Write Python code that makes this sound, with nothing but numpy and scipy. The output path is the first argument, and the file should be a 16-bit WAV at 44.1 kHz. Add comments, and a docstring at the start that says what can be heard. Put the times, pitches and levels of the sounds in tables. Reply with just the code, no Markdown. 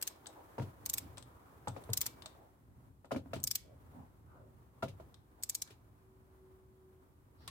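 """A torque wrench ratchets down a cylinder-head bolt, close up in a quiet garage.
On each back swing the pawl slips over a few teeth and snaps home in bright steel clicks. At the ends
of a stroke the socket takes up its play, clinks, and knocks on the engine, which rings and thuds.
Sleeves rustle and hands rumble on the tool; behind them lie steady room air and the faint hum of
a far machine that swells near the end."""
import sys
import numpy as np
from scipy import signal
from scipy.fft import rfft, irfft
from scipy.io import wavfile
from scipy.ndimage import uniform_filter1d

SR = 44100
rng = np.random.default_rng(int(sys.argv[2]) if len(sys.argv) > 2 else 0)


def inscribe(sig):
    """Save sig as 16-bit PCM at rate SR to the path in sys.argv[1].

    A 1-D sig is mono; a 2-D sig holds one channel per row.
    Samples are clipped to [-1, 1] before scaling.
    """
    pcm = np.round(np.clip(np.atleast_2d(sig).T, -1, 1) * 32767)
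    wavfile.write(sys.argv[1], SR, pcm.astype(np.int16))


N = 330750
HIT_SIZE = 10240  # samples in one hit
T = np.arange(HIT_SIZE) / SR
EDGE_HZ = 16100

# The pawl dropping off each tooth; the seat is the band of the ring that this tooth lifts:
# start_s, level_db, low_mid_db, top_db, snap_db, seat_hz, seat_db, slip_lead_s
PAWL_CLICKS = [(0.025, -33, 10.5, 9.5, -6.5, 8000, 9, 0.011), (0.0745, -34.5, 11, 8.5, -9, 6500, 8, 0.0047),
               (0.8602, -37.5, 4, 6.5, 2.5, 8400, 6, 0.005),
               (0.8966, -33.5, 2, 5.5, -3.5, 7050, 9.5, 0.0048), (0.9376, -30.5, 4, 11, -5, 8300, 7, 0.005),
               (0.981, -32.5, 9.5, 10, -11, 8300, 9, 0.0061), (1.934, -32.5, 4.5, 4.5, 0.5, 8200, 2, .003),
               (1.9738, -31.5, 0, 5, 0, 4850, -1, 0.0041), (2.0136, -28, 3.5, 4, -7, 15000, 16.5, 0.006),
               (2.0641, -33.5, 2, 7.5, -3, 5700, 7, .0066), (3.4396, -35.5, -5.5, 6, 6, 6100, 8, 0.0078),
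               (3.4732, -32.5, 3.5, 9.5, -1, 5160, 11, 0.0039), (3.512, -32, 2, 4, -1, 5120, 9.5, 0.005),
               (3.554, -30.5, 5.5, 4, -10.5, 14500, 9.5, 0.0035),
               (5.4347, -36.5, 0.5, 2.5, 4.5, 8030, 14.5, 0.0093),
               (5.496, -32.5, -1, 4.5, -1, 7660, 8, 0.0047), (5.5499, -33, -2.5, 3.5, -5, 4830, 4, 0.0041),
               (5.62, -34.5, -3, -3.5, -13.5, 8600, 6.5, .0028)]
# Tone colour of the ratchet head: freq_hz, level_db
RATCHET_SPECTRUM = [(150, -35), (1200, -19), (2200, -9), (2900, -9), (3500, -4), (5000, -0.5), (6000, 1),
                    (7200, 2.5), (8100, 0.5), (9200, -4), (11500, -4), (13000, -1), (15200, -6.5),
                    (16000, -24)]
# Clear tones of the steel tool: pitch_hz, level_db, undamped_t60_s
STEEL_MODES = [(5040, -3, .05), (5460, -3, .05), (6470, -3, .06), (7330, -1, .05), (7850, -2, .04),
               (8237, 0, .06), (12600, -6, .04), (14160, -2, .05), (14580, -1, .04), (15040, 1, .04)]
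# The loose socket clinking on its drive: start_s, level_db, treble_db, top_db
SOCKET_CLINKS = [(0.259, -51, -14, -4), (0.2683, -42.5, 13.5, -10), (1.172, -52, -3, 2),
                 (1.1803, -45.5, 15, -11), (1.2254, -52.5, 6, 13), (1.6819, -42.5, 14, -2),
                 (1.8384, -58, 7, 23), (1.901, -55, 12, 18), (2.031, -48.5, -12, 18.5),
                 (2.2215, -48, -3, -14), (2.2593, -42.5, 5.5, -35), (3.055, -69, 7, 6),
                 (3.357, -52.5, 6.5, -3.5), (3.401, -56.5, 16, 8), (4.828, -50, -18, -12),
                 (4.889, -68, -4, 0), (5.1425, -56, -0.5, -10), (5.675, -56.5, 2, 5), (5.703, -64, 2, 9),
                 (7.4769, -39.5, -0.5, 22)]
# Tone colour of the socket: freq_hz, level_db
SOCKET_SPECTRUM = [(200, -26.5), (1100, -0.5), (1500, -1.5), (2600, -9), (3500, 5), (4500, -1), (5300, -4),
                   (6300, -8.5), (7100, -9.5), (8200, -0.5), (9200, -8.5), (15500, -19)]
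# The tool knocking on the bolt; a harder contact has a higher centre:
# start_s, level_db, centre_hz, thump_db, rasp_db, clonk_hz, clonk_db
BOLT_KNOCKS = [(0.581, -37, 480, -29.5, -10.5, 937, -36), (0.598, -40, 320, -35, -8, 151, -41.5),
               (0.619, -46, 160, -38, 6, 128, -40), (1.176, -53.5, 570, -60, 3, 1010, -53.5),
               (1.673, -37, 830, -33.5, -10.5, 839, -34.5), (1.764, -44.5, 520, -61.5, -7, 743, -50),
               (1.892, -47.5, 440, -31.5, -14.5, 449, -39.5), (2.061, -53.5, 920, -80, 6, 934, -55),
               (2.259, -59, 740, -55, 3, 630, -48.5), (3.045, -54, 754, -60, -10, 935, -60),
               (3.109, -43, 700, -60.5, -10.5, 1365, -43.5), (3.116, -34.5, 537, -49, -4.5, 649, -30),
               (3.148, -43, 200, -44, -7, 258, -35.5), (3.161, -40.5, 398, -37.5, -2, 267.5, -27.5),
               (3.259, -53.5, 277, -62.5, -15, 270, -47.5), (3.333, -40, 594, -39.5, 1, 657, -32.5),
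               (3.362, -44, 202, -41, 3.5, 203, -31), (4.824, -41.5, 1200, -36.5, -8.5, 1365, -36.5),
               (4.829, -35.5, 500, -36.5, -5, 662, -27), (4.881, -71.5, 450, -44, 25.5, 570, -59),
               (4.999, -51, 540, -85, -10, 654, -52.5), (5.706, -66, 380, -55, 18, 398, -53),
               (7.481, -62, 1900, -43, 8, 1096, -47.5)]
# Modes of the engine with the tool on it: pitch_hz, level_db, t60_s
ENGINE_MODES = [(96, -4, .28), (122, -1, .24), (137, -2, .2), (205, -3, .13), (266, 1, .13), (305, -9, .1),
                (415, -8, .09), (490, -7, .06), (565, -7, .06), (715, -7, .06), (800, -8, .08),
                (955, -6, .08), (1070, -10, .06), (1243, -8, .09), (1383, -7, .11), (1470, -9, .1),
                (1690, -13, .06), (1815, -10, .07), (2024, -13, .08), (2340, -8, .08), (2720, -8, .06)]
# Thud of the dense modes between those: freq_hz, level_db
THUD_SPECTRUM = [(25, -23), (50, 1.5), (110, 12.5), (260, 12.5), (560, 10), (1150, 2), (1900, 5),
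                 (2700, 11), (3800, 8), (8000, -1), (15000, -8)]
# Decay of that thud: freq_hz, t60_s
THUD_DECAY = [(100, 0.36), (500, 0.22), (1500, 0.12), (8000, 0.13)]
# Swings of the arm: middle_s, length_s, rustle_db, rumble_db
ARM_SWINGS = [(0.165, 1.96, -60.5, -80), (1.0, 0.51, -61.5, -57.5), (1.96, 0.69, -59, -59),
              (2.792, 0.26, -72, -58.5), (3.373, 0.21, -66, -52), (3.856, 0.64, -68.5, -59.5),
              (4.426, 0.47, -71.5, -61), (4.952, 0.32, -68, -59.5), (5.5, 1.05, -71.5, -73),
              (6.517, 3.1, -73, -67.5), (7.448, 0.13, -68, -64)]
# Tone colour of sleeve cloth: freq_hz, level_db
SLEEVE_SPECTRUM = [(100, -18.5), (300, 3.5), (600, -1), (1050, 0), (1600, -8), (2600, -18), (5000, -25),
                   (9000, -23), (15000, -21)]
# Low rumble of hands on the tool: freq_hz, level_db
HANDLING_SPECTRUM = [(20, -37.5), (33, -18.5), (48, -6), (65, 3), (110, 4), (190, -9.5), (280, -7.5),
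                     (400, -36.5), (900, -60.5), (4000, -83.5)]
# A hand or cuff brushing the engine: middle_s, level_db, half_length_s, centre_hz
CUFF_RUBS = [(0.289, -58, 0.041, 700), (0.395, -56, 0.063, 840), (1.049, -56, 0.061, 284),
             (1.399, -68.5, 0.29, 1150), (2.419, -64, 0.13, 723), (3.699, -63, 0.1, 565),
             (3.992, -53.5, 0.08, 236), (4, -61.5, 0.11, 855), (4.355, -66, 0.14, 1220),
             (4.421, -65, 0.16, 593), (5.398, -66.5, 0.034, 870), (5.682, -67.5, 0.041, 1700),
             (7.431, -73, 0.04, 1700), (7.436, -71.5, 0.077, 4560)]
# Reverb decay of the garage: freq_hz, t60_s
GARAGE_DECAY = [(100, 0.18), (500, 0.2), (2300, 0.42), (7000, 0.25), (15000, 0.26)]
# The far machine swelling and sagging a little in pitch: time_s, level_db, pitch_hz
HUM_CURVE = [(4.25, -83.5, 380), (4.46, -71.5, 380), (4.7, -81.5, 380), (5.9, -82, 379), (6.13, -67.5, 378),
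             (6.27, -73, 377.5), (6.442, -63, 376.5), (6.721, -68.5, 376), (6.88, -64, 375),
             (7.0, -69, 374), (7.09, -82.5, 374), (7.5, -74.5, 374)]
# Room tone of the garage: freq_hz, level_db
AIR_SPECTRUM = [(15, -38), (28, -18), (45, -2), (70, 1), (105, -3), (200, -12), (300, -11), (430, -18),
                (620, -23), (1000, -23.5), (1400, -31), (2700, -38), (6000, -42.5), (8000, -39),
                (14800, -37.5), (16000, -45)]
# Likeness of left and right: freq_hz, correlation
STEREO_LIKENESS = [(30, 0.6), (130, 0.94), (300, 0.7), (700, 0.05), (1300, -0.22), (2500, -0.2),
                   (6000, -0.05), (15000, 0.12)]


def pawl():
    """The pawl slips over a tooth and snaps home; the cylinder head echoes and scatters the click."""
    near, to_walls = np.zeros((2, 2, N))
    hz = np.linspace(0, EDGE_HZ, 64)
    seat_width_hz, scatter_t60_s, echo_s, pan_db = 450, .027, .0024, 1.5
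    for start_s, db, low_mid_db, top_db, snap_db, seat_hz, seat_db, lead_s in PAWL_CLICKS:
        tilt_db = curve([(2500, low_mid_db), (7000, .03), (14000, top_db)], hz)
        head_db = curve(RATCHET_SPECTRUM, hz) + tilt_db
        # every tooth seats differently and lifts other narrow bands
        lift_db = seat_db * np.exp(-((hz - seat_hz) / seat_width_hz) ** 2)
        patchy_db = 2 * rng.standard_normal(len(hz))
        colour = np.transpose([hz, head_db + lift_db + patchy_db])
        slip = amp(-5.5) * burst(colour, t60_s=.028, rise_s=.0005)
        scatter = amp(8.5) * burst(colour, scatter_t60_s, rise_s=.0015)
        crack = amp(9.5 + snap_db) * snap(colour)
        echo = amp(-4) * burst(colour, t60_s=.012, rise_s=.0004)
        diffuse = amp(9) * burst(np.transpose([hz, head_db]), scatter_t60_s, rise_s=.0015)
        ring = amp(-13.5) * steel_ring()
        gain = amp(db)
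        add(near, start_s - lead_s, gain * slip, pan_db)
        add(near, start_s, gain * (crack + scatter + ring), pan_db)
        add(near, start_s + echo_s, gain * echo, pan_db)
        add(near, start_s, gain * tube_ring())
        add(to_walls, start_s, gain * (diffuse + ring))
    return near, to_walls


def snap(spectrum, lag_s=6 / SR):
    """The dry crack of steel on steel, reaching the left microphone first."""
    crack = unit_rms(noise(spectrum, HIT_SIZE)[0]) * envelope(t60_s=.008, rise_s=.00008)
    return np.array([crack, np.interp(T - lag_s, T, crack, left=0)])


def steel_ring(hand_damping=.91):
    """The tool's own tones, shortened by the hand; every click excites them in another mix."""
    hz, db, t60_s = np.transpose(STEEL_MODES)[:, :, None]
    phase, width, strength = rng.standard_normal((3, len(hz), 1))
    decays = amp(db + 2.7 * strength) * envelope(t60_s * hand_damping, rise_s=.00034)
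    angle = 2 * np.pi * (hz * T + phase)
    return np.array([(decays * np.sin(angle + side * width)).sum(0) for side in (-1, 1)])


def tube_ring(pitch_hz=2293, level_db=-40, t60_s=.7):
    """The wrench's tube sings on faintly after a tooth strikes."""
    t = np.arange(SR) / SR
    return np.sin(2 * np.pi * (pitch_hz * t + rng.random((2, 1)))) * amp(level_db - 60 * t / t60_s)


def socket_clinks():
    """The socket ticks and rattles on the square drive as the hand changes direction."""
    out = np.zeros((2, N))
    for start_s, db, treble_db, top_db in SOCKET_CLINKS:
        tilt = [(4000, .00095), (8200, treble_db), (11500, top_db), (15000, -1.4)]
        colour = [(hz, band_db + curve(tilt, hz)) for hz, band_db in SOCKET_SPECTRUM]
        rattle = burst(colour, t60_s=.04, rise_s=.00009)
        tick = amp(2) * snap(colour)
        ring = amp(-32.5) * steel_ring()
        add(out, start_s, amp(db) * (tick + rattle + ring), pan_db=4.5)
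    return out


def engine_knocks():
    """Each blow on the bolt layers the engine's ring, a dense thud, a dull crack and a clonk."""
    out = np.zeros((2, N))
    mid_band = signal.butter(2, [500, 2100], "band", fs=SR, output="sos")
    for start_s, *force, clonk_hz, clonk_db in BOLT_KNOCKS:
        ring = engine_ring(force)
        dense = noise([(hz, db + blow_db(hz, *force)) for hz, db in THUD_SPECTRUM], HIT_SIZE)
        thud = amp(2) * band_decay(dense, THUD_DECAY) * (1 - np.exp(-T / .0009))
        crack = amp(13.5) * signal.sosfilt(mid_band, dense) * envelope(t60_s=.018, rise_s=.0002)
        add(out, start_s, ring + thud + crack, pan_db=2)
        add(out, start_s, amp(clonk_db) * clonk(clonk_hz))
    return out


def engine_ring(force):
    """The engine's clear modes; how hard the blow lands sets their balance."""
    hz, db, t60_s = np.transpose(ENGINE_MODES)[:, :, None]
    sign = (-1) ** np.arange(len(hz))[:, None]  # neighbouring modes swing opposite ways
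    width, detune = rng.standard_normal((2, len(hz), 1))
    angle = 2 * np.pi * hz * (1 + .0046 * detune) * T
    apart = width * np.minimum(hz / 1700, 1)  # high modes reach the microphones out of step
    decays = sign * amp(db + blow_db(hz, *force)) * envelope(t60_s, rise_s=60 / hz ** 2)
    return np.array([(decays * np.sin(angle + side * apart)).sum(0) for side in (-1, 1)])


RASP_HZ = 1560  # a cushioned blow has little above this; bare steel rasps


def blow_db(hz, level_db, centre_hz, thump_db, rasp_db):
    """Force spectrum of a knock: a peaked hump, a rasping top and the low thump of its weight."""
    flat_above_hz, thump_hz = 2780, 108
    octaves = np.log2(np.minimum(hz, flat_above_hz) / centre_hz)
    peak_db = 2.5 * np.exp(-(octaves / .29) ** 2)
    slope_db = np.minimum(6.5 * octaves, -4.5 * octaves)
    top_db = rasp_db / (1 + (RASP_HZ / hz) ** 10)
    hump = amp(level_db + peak_db + top_db + slope_db)
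    thump = amp(thump_db - 26 * np.log2(np.maximum(hz / thump_hz, 1)))
    return 20 * np.log10(np.hypot(hump, thump))


def clonk(pitch_hz, overtone_ratio=2.08, width_rad=.35):
    """The hollow tone of socket and bolt, pitched by their seating; only low clonks get an overtone."""
    overtone_gain = amp(-12) / (1 + (pitch_hz * overtone_ratio / RASP_HZ) ** 10)
    angle = 2 * np.pi * pitch_hz * T + np.array([[width_rad], [-width_rad]])
    tone = np.sin(angle) + overtone_gain * np.sin(overtone_ratio * angle)
    return tone * envelope(t60_s=.075, rise_s=.0014)


def arm_swings():
    """Sleeves rub in uneven grains while the hands jostle the tool; both swell with each swing."""
    t = np.arange(N) / SR
    middle_s, length_s, rustle_db, rumble_db = np.transpose(ARM_SWINGS)[:, :, None]
    speed = np.exp(-2 * ((t - middle_s) / length_s) ** 2)
    grain_db = .97 * unit_rms(uniform_filter1d(rng.standard_normal(N), size=700))
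    cloth = unit_rms(noise(SLEEVE_SPECTRUM, N) * amp(grain_db))
    rustle = cloth * np.linalg.norm(amp(rustle_db) * speed, axis=0)
    rumble = unit_rms(noise(HANDLING_SPECTRUM, N)) * np.linalg.norm(amp(rumble_db) * speed, axis=0)
    catch_db = 1.5 * wander(rate_hz=12)  # the cloth catches and lets go
    return rustle * amp(catch_db) + rumble


def cuff_rubs():
    """Cloth and skin brush the engine in short, soft swishes."""
    out = np.zeros((2, N))
    for middle_s, db, half_s, hz in CUFF_RUBS:
        size = round(2 * half_s * SR)
        band = [(hz / 8, -35), (hz / 1.5, -5), (hz, 0), (hz * 1.243, -4), (hz * 1.35, -20), (hz * 12, -55)]
        swish = unit_rms(noise(band, size)) * np.hanning(size)
        add(out, middle_s - half_s, amp(db) * swish)
    return out


def garage_reverb(send, build_s, lowpass_hz):
    """A diffuse tail that builds as the walls answer, a little duller than the direct sound."""
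    tail = band_decay(rng.standard_normal((2, SR)), GARAGE_DECAY)
    tail *= np.clip(np.arange(SR) / SR / build_s, 0, 1)
    tail = signal.lfilter(*signal.butter(1, lowpass_hz, fs=SR), tail / np.linalg.norm(tail[0]))
    return signal.fftconvolve(send, tail, axes=1)[:, :N]


def machine_hum():
    """A far machine holds one faint tone that swells, fades and sags in pitch."""
    time_s, db, pitch_hz = np.transpose(HUM_CURVE)
    t = np.arange(N) / SR
    angle = 2 * np.pi * np.cumsum(np.interp(t, time_s, pitch_hz)) / SR
    return amp(np.interp(t, time_s, db)) * np.sqrt(2) * np.sin(angle)


def room_air(level_db=-66.5):
    """The garage's air: a steady, dark bed of noise."""
    return amp(level_db) * unit_rms(noise(AIR_SPECTRUM, N))


def amp(db):
    """Decibels to gain."""
    return 10 ** (np.asarray(db) / 20)


def unit_rms(x):
    """Scales to rms 1."""
    return x / np.sqrt(np.mean(x ** 2) + 1e-20)


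def curve(points, hz):
    """Reads a table on a log-frequency axis."""
    freq_hz, value = np.transpose(points)
    return np.interp(np.log(hz + 1), np.log(freq_hz + 1), value)


def add(mix, start_s, sound, pan_db=0):
    """Mixes a stereo sound in; positive pan leans left."""
    part = mix[:, max(round(start_s * SR), 0):][:, :sound.shape[1]]
    part += sound[:, :part.shape[1]] * amp([[pan_db / 2], [-pan_db / 2]])


def noise(spectrum, size):
    """Coloured stereo noise, narrow in the bass and wide above."""
    hz = np.fft.rfftfreq(size, 1 / SR)
    mid, side = rfft(rng.standard_normal((2, size)))
    likeness = np.clip(curve(STEREO_LIKENESS, hz), -1, 1)
    mid *= np.sqrt((1 + likeness) / 2)
    side *= np.sqrt((1 - likeness) / 2)
    return irfft(np.array([mid + side, mid - side]) * amp(curve(spectrum, hz)), size)


def envelope(t60_s, rise_s):
    """Shape of a hit: quick attack, exponential decay."""
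    return (1 - np.exp(-T / rise_s)) * amp(-60 * T / t60_s)


def burst(spectrum, t60_s, rise_s):
    """A hit of coloured stereo noise."""
    return unit_rms(noise(spectrum, HIT_SIZE)) * envelope(t60_s, rise_s)


def band_decay(x, decay_table):
    """Lets each band die at its own speed."""
    hz, t, bands = signal.stft(x, SR, nperseg=256)
    bands *= amp(-60 * t / curve(decay_table, hz)[:, None])
    return signal.istft(bands, SR, nperseg=256)[1][:, :x.shape[1]]


def wander(rate_hz):
    """Slow random drift of rms 1, no faster than rate_hz."""
    t = np.arange(0, N / SR + .01, .005)
    rates_hz = np.geomspace(rate_hz / 10, rate_hz, 20)
    drift = sum(np.sin(2 * np.pi * (hz * t + rng.random())) / np.sqrt(hz) for hz in rates_hz)
    return np.interp(np.arange(N) / SR, t, unit_rms(drift))


def scene():
    """Wrench, socket and engine up front with a little reverb; cloth, hum and air behind."""
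    clicks, clicks_to_walls = pawl()
    socket, engine = socket_clinks(), engine_knocks()
    send = amp(-17.5) * clicks_to_walls + amp(-12.5) * socket + amp(-27.5) * engine
    reverb = garage_reverb(send, build_s=.019, lowpass_hz=9700)
    return clicks + socket + engine + reverb + arm_swings() + cuff_rubs() + machine_hum() + room_air()


def record(dry):
    """The microphone's bass roll-off and a steep cut at the top of the band."""
    low_cut = signal.butter(3, 45, "high", fs=SR, output="sos")
    high_cut = signal.firwin(511, EDGE_HZ, window=("kaiser", 9), fs=SR)
    return signal.oaconvolve(signal.sosfilt(low_cut, dry), high_cut[None], "same")


dry = scene()
out = record(dry)
inscribe(out)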